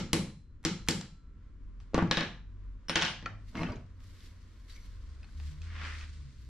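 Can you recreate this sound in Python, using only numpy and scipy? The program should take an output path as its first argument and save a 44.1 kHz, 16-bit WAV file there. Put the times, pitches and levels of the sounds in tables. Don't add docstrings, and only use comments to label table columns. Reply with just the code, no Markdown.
import sys
import numpy as np
from scipy import signal
from scipy.fft import rfft, irfft, next_fast_len
from scipy.io import wavfile

SR = 44100
rng = np.random.default_rng(int(sys.argv[2]) if len(sys.argv) > 2 else 0)


def bounce(signal):
    frames = np.transpose(np.atleast_2d(signal))
    limited = np.clip(frames, -1, 1)
    pcm = np.round(limited * 32767).astype(np.int16)
    wavfile.write(sys.argv[1], SR, pcm)


def convert_level_to_amplitude(level_db):
    exponent = np.asarray(level_db, float) / 20
    return 10 ** exponent


N = 286202
LEAD = 6000

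# start in seconds, crack level in dB, then bench thud,
# low crack and steel ring in dB relative to the crack.
FIRST_BLOW = [
    (0.131, -15, 0.5, -14.5, 5),
    (0.629, -71.5, -8.5, -7.5, -9.5),
    (0.6392, -64.5, -7.5, -1, -13.5),
]
GLANCING_BLOWS = [
    (-0.051, -27.5, 1.5, -10, 4.8),
    (0.65, -18.5, -6, -12.5, 2.5),
]
LAST_BLOW = [
    (0.865, -64.5, -13.5, -12.5, -9.5),
    (0.875, -57.5, -5, 2, -3),
    (0.8856, -13.5, -4, -12, 3.5),
]
REBOUNDS = [
    (0.9082, -24.5, -12, -32, 5),
    (0.9105, -36, -13.5, -30.5, 6.5),
    (1.0105, -34, -31, -11, -2),
]
SHAFT_DOWN = [
    (1.8017, -63.5, -16, -7.5, -25.5),
    (1.9348, -66, 14, 3, 20),
    (1.9442, -23.5, 6, -3, 12),
    (1.9788, -29, 12, 3, 19),
    (1.9884, -42.5, -1, 18, 19.5),
    (2.0239, -37.5, 18.5, -18.5, 19.5),
    (2.0744, -49.5, 11.5, -5, 10),
]
HEAD_DOWN = [
    (2.1118, -16, -4, -5, 2.5),
    (2.1712, -24.5, -1, -2, 7.5),
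    (2.177, -27, -6, 2, -7),
    (2.2081, -32, 4, 1, 12),
    (2.232, -38.5, -2.5, -1.5, 9.5),
]
PUNCH_DOWN = [
    (2.8841, -55, 7, -3.5, 18),
    (2.8955, -27.5, -4.5, -5.5, 5),
    (2.9558, -20, -5.5, -10.5, -19),
    (2.958, -15, -20, -6, -26),
    (3.0135, -24.5, -12.5, -11, -25),
    (3.0215, -21.5, -43, -4.5, -8.5),
    (3.027, -24, -9.5, -13, -22),
    (3.0495, -23.5, -30, -11, -30),
    (3.08, -32.5, -30, -14, -20),
]
HANDLE_KNOCKS = [
    (3.2252, -56, 7.5, 1, 6),
    (3.2584, -50, 3.5, 0, 14),
    (3.26, -47.5, -17, 5.5, 14.5),
]
ROD_TICKS = [
    (3.5535, -50, -30, 2, -10),
    (3.5711, -44.5, -28, -1.5, -8),
    (3.6325, -40, -19, 3, -17),
    (3.7205, -52.5, -22, -7, -1),
    (3.7575, -59, -30.5, -23, -10),
    (4.004, -65.5, -39.5, -9, -11),
    (4.2053, -56, -39, -21.5, -18),
]
COLLAR_TICKS = [
    (5.2312, -65.5, -9, -7, 17),
    (5.243, -68, -30, 2, 13),
    (5.2914, -73, -30, -3, 3),
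    (5.3995, -56.5, -18, -8, -1),
    (5.6177, -49.5, -23, -21, -2.5),
    (6.0105, -51.5, -34, -22, 5),
    (6.2098, -64, -40, -20, -25),
]

# mode in Hz, level in dB, time to fall 60 dB in seconds.
BENCH = [(40.4, -13.5, 0.061), (96, -6, 0.073), (155, -9, 0.17), (175, -1.5, 0.1), (204.7, -3.5, 0.15),
         (233, -5.5, 0.1), (315, -2.5, 0.053), (456, -2, 0.014), (510, -10.5, 0.021)]
TUBE = [(1340, -50, 1.4), (2220, -31, .3), (4070, -40, .3), (4092, -29, .5), (5590, -32, .15),
        (7400, -28, .06)]
SKIPPED_STEEL = [(3400, -7.5, .03), (4600, 2, .025), (4716, -1.5, .03), (5640, -1.5, .02), (7110, -5, .015)]
HAMMER_SHAFT = [(509, 8, 0.017), (699, -25, 0.038), (747, -15, 0.033), (960, -10, 0.057), (1148, -13, 0.11),
                (1440, -9.5, 0.027), (2120, -31.5, .04)]
HAMMER_HEAD = [(573, -5.5, 0.091), (1090, -9.5, 0.073), (1670, -3, .1), (3900, -22, 0.36), (4310, 3, 0.01),
               (5170, -13.5, .08)]
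PUNCH = [(2900, -9, .05), (5440, -3, .075), (9055, -17, .2), (9110, -18, .14), (13100, -28, .16),
         (15000, -39, .12)]
HANDLE = [(1798, -3, .04), (2450, 0, .03), (3380, -8, .02), (4440, -3, .025), (6000, -14, .02)]
ROD = [(2230, -6, .06), (4450, -9, .07), (5980, -12, .065)]
COLLAR = [(1500, -20, 0.024), (2580, 2.5, 0.019), (5000, -36, 0.022)]
JAWS = [(631, 4, 0.037), (910, -17.5, 0.079), (1257, 0, 0.038), (1445, -10, 0.045), (2140, -7, 0.065),
        (2650, -18, 0.06), (4100, -11, 0.037)]

# centre in Hz, width in Hz, boost in dB.
TINT_FIRST = [(1070, 150, 9), (2130, 500, 6.5), (4100, 300, 5), (5300, 460, 2), (7600, 400, 4),
              (10000, 400, 7.5)]
TINT_GLANCING = [(1320, 120, 6.9), (2116, 170, 5), (3482, 300, 2), (4410, 300, 2), (5500, 400, 4.7),
                 (7240, 840, 5.7)]
TINT_LAST = [(1690, 300, 3), (2100, 130, 3), (3300, 400, 2.6), (4600, 500, 2.5), (5240, 500, 3),
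             (7400, 310, 8.8)]
TINT_HEAD = [(1760, 83, 6.2), (2450, 250, 3), (2950, 250, 2.5), (3780, 708, 9.8), (5440, 370, 3.6),
             (9370, 500, 6.6)]
TINT_PUNCH = [(1023, 170, 1.2), (1564, 163, 6.5), (2100, 160, 1.84), (3000, 980, 6.8), (4300, 1000, 1),
              (5500, 410, 2.5)]

# start in seconds, Hz, dB, swell
# in ms.
PINGS = [(2.962, 9070, -46, 19), (3.03, 9080, -50, 16), (3.085, 9070, -51.5, 14.5),
         (3.0275, 2820, -20, 1.5), (3.2615, 1363, -29.5, 5.3), (3.57, 2140, -45, 11),
         (3.565, 1264, -43, 4.7), (3.662, 2650, -40, 3.6), (3.668, 3080, -44, 2.9), (3.72, 4800, -52, 3.4),
         (3.73, 2450, -52, 1.7), (3.757, 3960, -59.5, 4.5), (3.765, 2340, -62, 5), (3.757, 6550, -61, 4),
         (4.7, 3930, -57, 4.5), (4.702, 4600, -59, 4.4), (4.725, 4470, -61, 8.7), (4.746, 5920, -58.5, 5.5),
         (4.758, 2280, -64, 4.3), (4.774, 2230, -50.5, 3.1), (4.8, 5980, -66, 9.4), (4.82, 6000, -63, 6.9),
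         (4.822, 4480, -67, 7.4), (5.229, 4900, -59, 2), (5.243, 4300, -61, 3.6), (5.238, 1520, -57, 3),
         (5.288, 1550, -60, 2.3)]
# start in seconds, Hz, dB, swell in ms.
BUMPS = [(.652, 318.7, -17.5, 5.8), (1.98, 200.9, -20, 6.5), (1.998, 204, -18, 6), (2.022, 175, -14.5, 8),
         (2.075, 118, -25.5, 7.1), (2.112, 510, -18, 5), (2.172, 507, -26, 6.6), (2.896, 539, -27.5, 3.8),
         (2.965, 333, -22, 3.6), (3.685, 602, -44, 9.5), (3.72, 960, -48, 6.6), (3.568, 229, -34, 6.6),
         (3.612, 253, -33, 3.2), (3.652, 193.5, -29, 5.7), (3.666, 242, -30, 3.5)]
# delay in seconds, Hz, dB relative to the blow, swell in ms.
ROCKS = [
    (.028, 172, -12, 6),
    (.062, 181, -9, 6),
    (0.099, 172, -14.5, 7),
]
# start in seconds, level in dB.
ROCKED_BY = [
    (-.051, -27.5),
    (.131, -11),
    (.65, -16),
    (0.8862, -13),
]

# peak in seconds, bench rumble in dB, rise and fall in seconds.
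DRAG = [
    (3.552, -34.5, 0.0094, 0.11),
    (3.62, -27.5, 0.041, 0.074),
    (3.7, -32.5, 0.042, 0.032),
]
# peak in seconds, rasp in dB, rise and fall in seconds.
GRIND = [
    (3.555, -41.5, 0.0062, 0.085),
    (3.624, -32.5, 0.035, 0.028),
    (3.69, -42.5, 0.044, 0.037),
]
# Hz, dB per Hz.
RASP_COLOUR = [(410, -0.5), (700, -18.5), (922, 2.5), (1730, -7.5), (2710, -8), (3480, -23), (5680, -17.5),
               (12700, -91), (14000, -70)]

# peak in seconds, hiss in dB, rise and fall in seconds, bright top in dB re hiss.
RUB = [(1.804, -73, 0.0076, 0.16, -23), (3.40, -76, 0.12, 0.13, -24), (3.49, -64, 0.044, 0.072, -14),
       (3.6, -55, .06, 0.14, -18), (3.9, -77, .07, 0.063, -34), (4.04, -65, 0.056, 0.4, -12.5),
       (4.26, -61, 0.17, 0.1, -13), (4.4, -72, 0.13, 1, -24), (4.698, -60, 0.017, 0.38, -15.5),
       (4.872, -68, 0.43, 0.006, -9), (5.1, -69, 0.19, 0.42, -33), (5.23, -81, .02, 0.052, -29),
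       (5.48, -58, 0.2, 0.15, -17), (5.64, -62.5, 0.023, 0.28, -25), (5.85, -56, 0.048, 0.57, -27),
       (6.01, -57.5, 0.3, 0.052, -26), (6.419, -70, 0.083, 0.11, -10.5)]
# Hz, dB per Hz.
RUB_COLOUR = [(530, -35.5), (900, -32), (1100, -13), (1870, -3), (2230, -4.5), (2430, -7), (4590, -3.5),
              (5000, -6), (9000, -14), (11700, -46), (19800, -120)]

# time in seconds, speed as a level in dB.
SLIDE = [
    (5.612, -87),
    (5.64, -63),
    (5.74, -53),
    (5.836, -42),
    (5.95, -47.5),
    (5.99, -55.5),
    (6.03, -52),
    (6.05, -57),
    (6.116, -70),
    (6.2, -78),
]
# Hz, dB per Hz.
SLIDE_COLOUR = [(240, -8.5), (400, -17), (600, -16), (827, -15.5), (1040, -7), (1500, -2.5), (1900, -2),
                (2600, -7), (4620, -16.5), (5640, -19), (12000, -49), (22000, -120)]
# time in seconds, pitch in Hz, level in dB.
SQUEAK = [
    (5.1, 8700, -108),
    (5.112, 9418, -103),
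    (5.156, 8650, -101),
    (5.322, 10100, -91),
    (5.34, 10093, -102),
]

# time in seconds, firing rate in Hz, first order in dB.
ENGINE = [
    (4.85, 56.6, -66.5),
    (5.11, 70.76, -44.5),
    (5.19, 69.5, -50.5),
    (5.31, 73.94, -43.5),
    (5.57, 74.47, -34.5),
    (5.65, 83.86, -42),
    (5.83, 79.2, -41.5),
    (6.2, 73.77, -46.5),
    (6.3, 64.73, -58),
    (6.49, 62.6, -45),
]
# time in seconds, first order change in dB, second order level in dB.
LIFTS = [
    (5.3, -33.5, -69),
    (5.552, -20, -50),
    (6.284, 4, -47.5),
    (6.52, -7, -51.5),
]

# peak of a swell in seconds, dB, rise and fall in seconds.
HUM = [
    [(.23, -48.5, 0.28, 0.13), (.82, -42.5, 0.072, .25), (1.72, -45, .36, 0.53), (2.28, -50, 0.22, .4),
     (2.69, -44.5, 0.94, 0.27), (3.2, -47.5, 0.26, 0.53), (3.55, -58.5, 0.35, .5), (4.45, -60, 0.36, 0.64),
     (4.9, -47, 0.19, 0.96), (5.35, -49, 0.091, 0.48), (5.68, -50, 0.6, 0.69), (6.07, -53, 0.44, 0.15)],
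    [(0, -47, 0.087, 0.19), (.36, -57, 0.15, 0.23), (.81, -52.5, .12, 0.27), (1.64, -55, 0.11, 0.077),
     (2.08, -42.5, 0.085, 0.33), (2.6, -53.5, .5, 0.42), (3.33, -44.5, 0.29, 0.19), (4.0, -51, 0.78, 0.65),
     (4.9, -54.5, 0.26, .4), (5.3, -59.5, 0.26, 0.35), (6.07, -58, 0.24, 0.48)],
]
HUM_HZ = [44.5, 96.5]
# time in seconds, hiss in dB.
AIR = [
    (0, -73),
    (.5, -79),
    (1.8, -73.5),
    (3.4, -72),
    (5.8, -68.5),
    (6.49, -74.5),
]
# Hz, dB per Hz.
RUMBLE_COLOUR = [(8.8, -29.5), (15, -2.5), (32, -4.5), (48, -4.5), (70, -8.5), (102, -11.5), (128, -21.5),
                 (234, -22.5), (261, -23), (600, -48), (780, -78.5), (1320, -120)]
HISS_COLOUR = [(240, -37.5), (400, -6.5), (481, -3.5), (838, -15.5), (1020, -2.5), (1200, -5.5),
               (1300, -6.5), (1400, -5), (2650, -15), (7500, -24.5), (12000, -46), (15600, -77),
               (22000, -120)]

# Hz, correlation.
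LIKENESS = [(60, 1), (150, 1.0), (380, 0.96), (950, 0.58), (2380, 0.68), (5980, 0.067), (15000, -1)]
# Hz, time to fall 60 dB in seconds.
ROOM_T60 = [(60, 0.68), (250, 0.29), (1000, 0.3), (4000, 0.31), (8000, 0.32), (11500, .25), (16000, 0.16)]
# Hz, dB.
ROOM_COLOUR = [(60, -3), (250, 13), (1000, 8), (3000, 6), (7600, 1), (8600, 1.5), (16000, -10)]
BANDS = 22 * 2 ** (np.arange(29) / 3)


def rms_one(x):
    return x / np.sqrt(np.mean(x ** 2) + 1e-20)


def in_time(rows, silent=False):
    s, *columns = np.transpose(rows)
    t = np.arange(N) / SR
    outside_s = np.maximum(np.maximum(s[0] - t, t - s[-1]), 0)
    fall_db = 800 * outside_s * silent
    return [np.interp(t, s, column) - fall_db for column in columns]


def at_hz(points, hz):
    point_hz, value = np.array(points)[:, :2].T
    return np.interp(np.log(hz), np.log(point_hz), value)


def band(x, low_hz, high_hz):
    edges = [low_hz, min(high_hz, .45 * SR)]
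    return signal.sosfilt(signal.butter(2, edges, "band", fs=SR, output="sos"), x)


def soften(x, hz):
    return signal.sosfilt(signal.butter(2, min(hz, .45 * SR), fs=SR, output="sos"), x)


def resonator(hz, decay):
    return [1, -2 * decay * np.cos(2 * np.pi * hz / SR), decay * decay]


def tint(x, peaks):
    for hz, width_hz, boost_db in peaks:
        r = np.exp(-np.pi * abs(width_hz) / SR)
        side = (1 - r * r) / 2
        x = x + (convert_level_to_amplitude(boost_db) - 1) * signal.lfilter([side, 0, -side], resonator(hz, r), x)
    return x


def ring(clicks, hz, t60):
    decay = convert_level_to_amplitude(-60 / (t60 * SR))
    return signal.lfilter([0, np.sin(2 * np.pi * hz / SR)], resonator(hz, decay), clicks + 1e-18)


def drift(rate):
    r = np.exp(-80 * np.pi * rate / SR)
    white = rng.standard_normal(N // 40 + 2002)
    slow = rms_one(signal.lfilter([1], [1, -2 * r, r * r], white)[2000:])
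    return np.interp(np.arange(N) / 40, np.arange(len(slow)), slow)


def grains(per_s, spread_db):
    born = rng.random((2, N)) < per_s / SR
    size_db = spread_db * np.minimum(rng.exponential(1, (2, N)), 4)
    return born * convert_level_to_amplitude(size_db) * rng.standard_normal((2, N))


def strokes(rows):
    s, db, rise_s, fall_s = np.transpose(rows)[:4, :, None]
    t = np.arange(0, N + 32, 32) / SR
    away = np.maximum((s - t) / np.abs(rise_s), (t - s) / np.abs(fall_s))
    power = np.sum(convert_level_to_amplitude(2 * (db - 15 * away)), 0)
    return np.interp(np.arange(N) / SR, t, np.sqrt(power))


def coloured(white, spectrum, likeness=1):
    length = white.shape[1]
    size = next_fast_len(length)
    hz = np.maximum(np.fft.rfftfreq(size, 1 / SR), 1)
    alike = np.clip(likeness * at_hz(LIKENESS, hz), -1, 1)
    mid, side = rfft(white, size) * convert_level_to_amplitude(at_hz(spectrum, hz))
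    pair = np.sqrt(1 + alike) * mid + np.sqrt(1 - alike) * side * [[1], [-1]]
    return rms_one(irfft(pair, size)[:, :length])


def knocks(rows, modes, colour, crack_ms, top_db):
    s, db, thud_db, body_db, ring_db = np.transpose(rows)
    at = np.round(s * SR).astype(int) + LEAD
    uneven_db = 2.0 * rng.standard_normal((len(at), 16))
    longest_s = .3 + max(t60 for *_, t60 in modes)
    first, last = at.min(), min(at.max() + int(SR * longest_s), N + LEAD)
    white = rng.standard_normal(N + LEAD)[first:last]

    def train(level_db):
        clicks = 1e-12 * white
        clicks[at - first] = convert_level_to_amplitude(level_db)
        return clicks

    def crack(shape):
        total = 0
        for rel_db, low, high in [(body_db + 19.5, 500, 2600), (9, 2600, 6800), (top_db + 14.5, 6800, 15000)]:
            part = shape(train(db + rel_db))
            total = total + band(band(part, low, high), low, high)
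        return tint(total, colour)

    def snap_and_crunch(clicks):
        r = np.exp(-2000 / (crack_ms * SR))
        swell = signal.lfilter([np.e * (1 - r)], [1, -2 * r, r * r], clicks)
        return convert_level_to_amplitude(3.5) * clicks + white * swell

    steel, thud = 0, 0
    for k, (hz, mode_db, t60) in enumerate(modes):
        steel = steel + (-1) ** k * ring(train(db + ring_db + mode_db + uneven_db[:, k]), hz, t60)
    for k, (hz, mode_db, t60) in enumerate(BENCH):
        thud = thud + ring(train(db + thud_db + 0.5 + mode_db + uneven_db[:, 7 + k]), hz, t60)
    steel = soften(steel, 2.0 * modes[-1][0])
    thud = np.roll(soften(thud, hz=1540), int(.0025 * SR))
    direct = soften(crack(snap_and_crunch), hz=10300) + steel + thud
    around = convert_level_to_amplitude(18.5) * crack(lambda clicks: clicks) + convert_level_to_amplitude(-15.0) * steel + convert_level_to_amplitude(-2.0) * thud
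    return np.pad([direct, around], [(0, 0), (first, N + LEAD - last)])


def pings(rows):
    out, t = np.zeros(N + LEAD), np.arange(SR // 8) / SR
    for s, hz, db, swell_ms in rows:
        u = t * 1000 / abs(swell_ms)
        at = int(s * SR) + LEAD
        out[at:at + len(t)] += convert_level_to_amplitude(db) * u * np.exp(1 - u) * np.sin(2 * np.pi * hz * t)
    return out


def touches_and_bumps():
    rocks = [(s + delay_s, hz, db + rel_db, swell_ms)
             for s, db in ROCKED_BY for delay_s, hz, rel_db, swell_ms in ROCKS]
    unsteady_db = 3.1 * np.pad(drift(120), (LEAD, 0))
    return pings(PINGS) * convert_level_to_amplitude(unsteady_db) + pings(BUMPS + rocks)


def drag():
    catches = grains(900, spread_db=1.5)[0]
    rumble = rms_one(sum(convert_level_to_amplitude(db) * ring(catches, hz, 0.22 * t60) for hz, db, t60 in BENCH[1:]))
    jaws = rms_one(sum(convert_level_to_amplitude(db) * ring(catches, hz, t60) for hz, db, t60 in JAWS))
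    rasp = coloured(grains(3500, spread_db=2.8), RASP_COLOUR, likeness=2.1)
    return convert_level_to_amplitude(-3.5) * strokes(DRAG) * rumble + convert_level_to_amplitude(-1.0) * strokes(GRIND) * (rasp + convert_level_to_amplitude(-5.0) * jaws)


def hands():
    light = strokes([(s, db + top_db, rise_s, fall_s) for s, db, rise_s, fall_s, top_db in RUB])
    touch = grains(10000, spread_db=1.0)
    top_band = signal.butter(6, [8200, 13300], "band", fs=SR, output="sos")
    top = rms_one(signal.sosfilt(top_band, touch))
    wake = rms_one(sum(convert_level_to_amplitude(db + 3.5 * drift(6)) * ring(touch[0], hz, t60) for hz, db, t60 in ROD))
    hiss = strokes(RUB) * coloured(touch, RUB_COLOUR)
    return convert_level_to_amplitude(1.1 * drift(29)) * (hiss + light * (top + convert_level_to_amplitude(-3) * wake))


def slide():
    level_db = in_time(SLIDE, silent=True)[0] + 0.41 * drift(33)
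    return convert_level_to_amplitude(level_db) * coloured(grains(8000, spread_db=-0.5), SLIDE_COLOUR)


def squeak():
    level_db = in_time(SQUEAK, silent=True)[1] + 6 + 3.5 * drift(40)
    hz = in_time(SQUEAK)[0] * (1 + .012 * drift(150))
    return convert_level_to_amplitude(level_db) * np.sin(2 * np.pi * np.cumsum(hz) / SR)


def engine():
    hz, level_db = in_time(ENGINE)[0], in_time(ENGINE, silent=True)[1]
    t = np.arange(N) / SR
    lift_s, bark_lead_s, bark_s = 0.032, 0.02, 0.075
    drop_db = sum(db * np.maximum(1 - abs(t - s) / lift_s / 2, 0) for s, db, _ in LIFTS)
    barks = strokes([(s - bark_lead_s, db, bark_s, bark_s) for s, _, db in LIFTS])
    second = convert_level_to_amplitude(level_db - 25) + barks
    turn = 2 * np.pi * np.cumsum(hz) / SR + [[.2], [-.2]]
    return np.sqrt(2) * (convert_level_to_amplitude(level_db + drop_db) * np.sin(turn) + second * np.sin(2 * turn))


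def background():
    hum = 0
    for swells, hz in zip(HUM, HUM_HZ):
        wavering_hz = hz * (1 + 0.034 * drift(1))
        turn = 2 * np.pi * np.cumsum(wavering_hz) / SR + [[.25], [-.25]]
        hum = hum + strokes(swells) * convert_level_to_amplitude(3.0 + 0.53 * drift(7.2)) * np.sin(turn)
    rumble = convert_level_to_amplitude(-51) * coloured(rng.standard_normal((2, N)), RUMBLE_COLOUR, likeness=0.96)
    hiss_db = in_time(AIR)[0] + .8 * drift(8)
    return hum + rumble + convert_level_to_amplitude(hiss_db) * coloured(rng.standard_normal((2, N)), HISS_COLOUR)


def workshop(x, gap_ms=1.67):
    t = np.arange(int(.9 * SR)) / SR
    white = rfft(coloured(rng.standard_normal((2, len(t))), ROOM_COLOUR))
    step = 3 * np.log2(np.maximum(np.fft.rfftfreq(len(t), 1 / SR), 1) / BANDS[0])
    tail = 0
    for k, hz in enumerate(BANDS):
        one_band = irfft(white * np.clip(1 - abs(step - k), 0, 1), len(t))
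        tail = tail + one_band * convert_level_to_amplitude(-60 * t / at_hz(ROOM_T60, hz))
    tail = tail * np.clip(t * 1000 / gap_ms - 1, 0, 1)
    tail = tail / np.sqrt(np.sum(tail ** 2) / 2)
    return signal.fftconvolve(x[None], tail)[:, :len(x)]


def scene():
    near = touches_and_bumps()
    sent = convert_level_to_amplitude(-20) * near
    # contacts, body, tint, crack in ms, top in dB, send to the room in dB
    for rows, modes, colour, crack_ms, top_db, wet_db in [
            (FIRST_BLOW, TUBE[1:], TINT_FIRST, 2.1, -7, -1.3),
            (GLANCING_BLOWS, TUBE, TINT_GLANCING, 2.1, -18, -1.3),
            (LAST_BLOW, TUBE, TINT_LAST, 2.1, -8, -2.3),
            (REBOUNDS, SKIPPED_STEEL, TINT_LAST[3:], 2.6, -27, -6),
            (SHAFT_DOWN, HAMMER_SHAFT, [(920, 750, 5.5), (2200, 790, -2)], 1.3, -27, -4.5),
            (HEAD_DOWN, HAMMER_HEAD, TINT_HEAD, 1.3, -31, -3.5),
            (PUNCH_DOWN, PUNCH, TINT_PUNCH, 1.4, -33, -1.3),
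            (HANDLE_KNOCKS, HANDLE, [], 2.2, -40, -2),
            (ROD_TICKS, ROD, [], 1.2, -25, -4),
            (COLLAR_TICKS, COLLAR, [], 1.3, -30, -5)]:
        direct, around = knocks(rows, modes, colour, crack_ms, top_db)
        near = near + direct
        sent = sent + convert_level_to_amplitude(wet_db) * around
    scrape = drag()
    sent[LEAD:] += convert_level_to_amplitude(-6) * scrape[0]
    left = signal.lfilter([.15, .6, .2], [1, -.2], near)
    struck = (np.array([left, near]) + workshop(sent))[:, LEAD:]
    return struck + scrape + hands() + slide() + squeak() + engine() + background()


def roll_off(x):
    return signal.sosfilt(signal.butter(12, 16920, fs=SR, output="sos"), x)


def record(dry, knee_db=-30, share=0.41, release_db_s=85, attack_ms=0.053):
    level_db = 20 * np.log10(np.abs(dry).max(0) + 1e-6)
    ramp = release_db_s * np.arange(N) / SR
    held_db = np.maximum.accumulate(level_db + ramp) - ramp
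    cut_db = share * np.maximum(held_db - knee_db, 0)
    r = np.exp(-1000 / (attack_ms * SR))
    cut_db = signal.lfilter([1 - r], [1, -r], cut_db, zi=[r * cut_db[200]])[0]
    balance_db = np.array([[.2], [-.2]])
    top_cut = signal.cheby2(8, 40, 17300, fs=SR, output="sos")
    return roll_off(signal.sosfilt(top_cut, dry * convert_level_to_amplitude(balance_db - cut_db)))


dry = scene()
out = record(dry)
bounce(out)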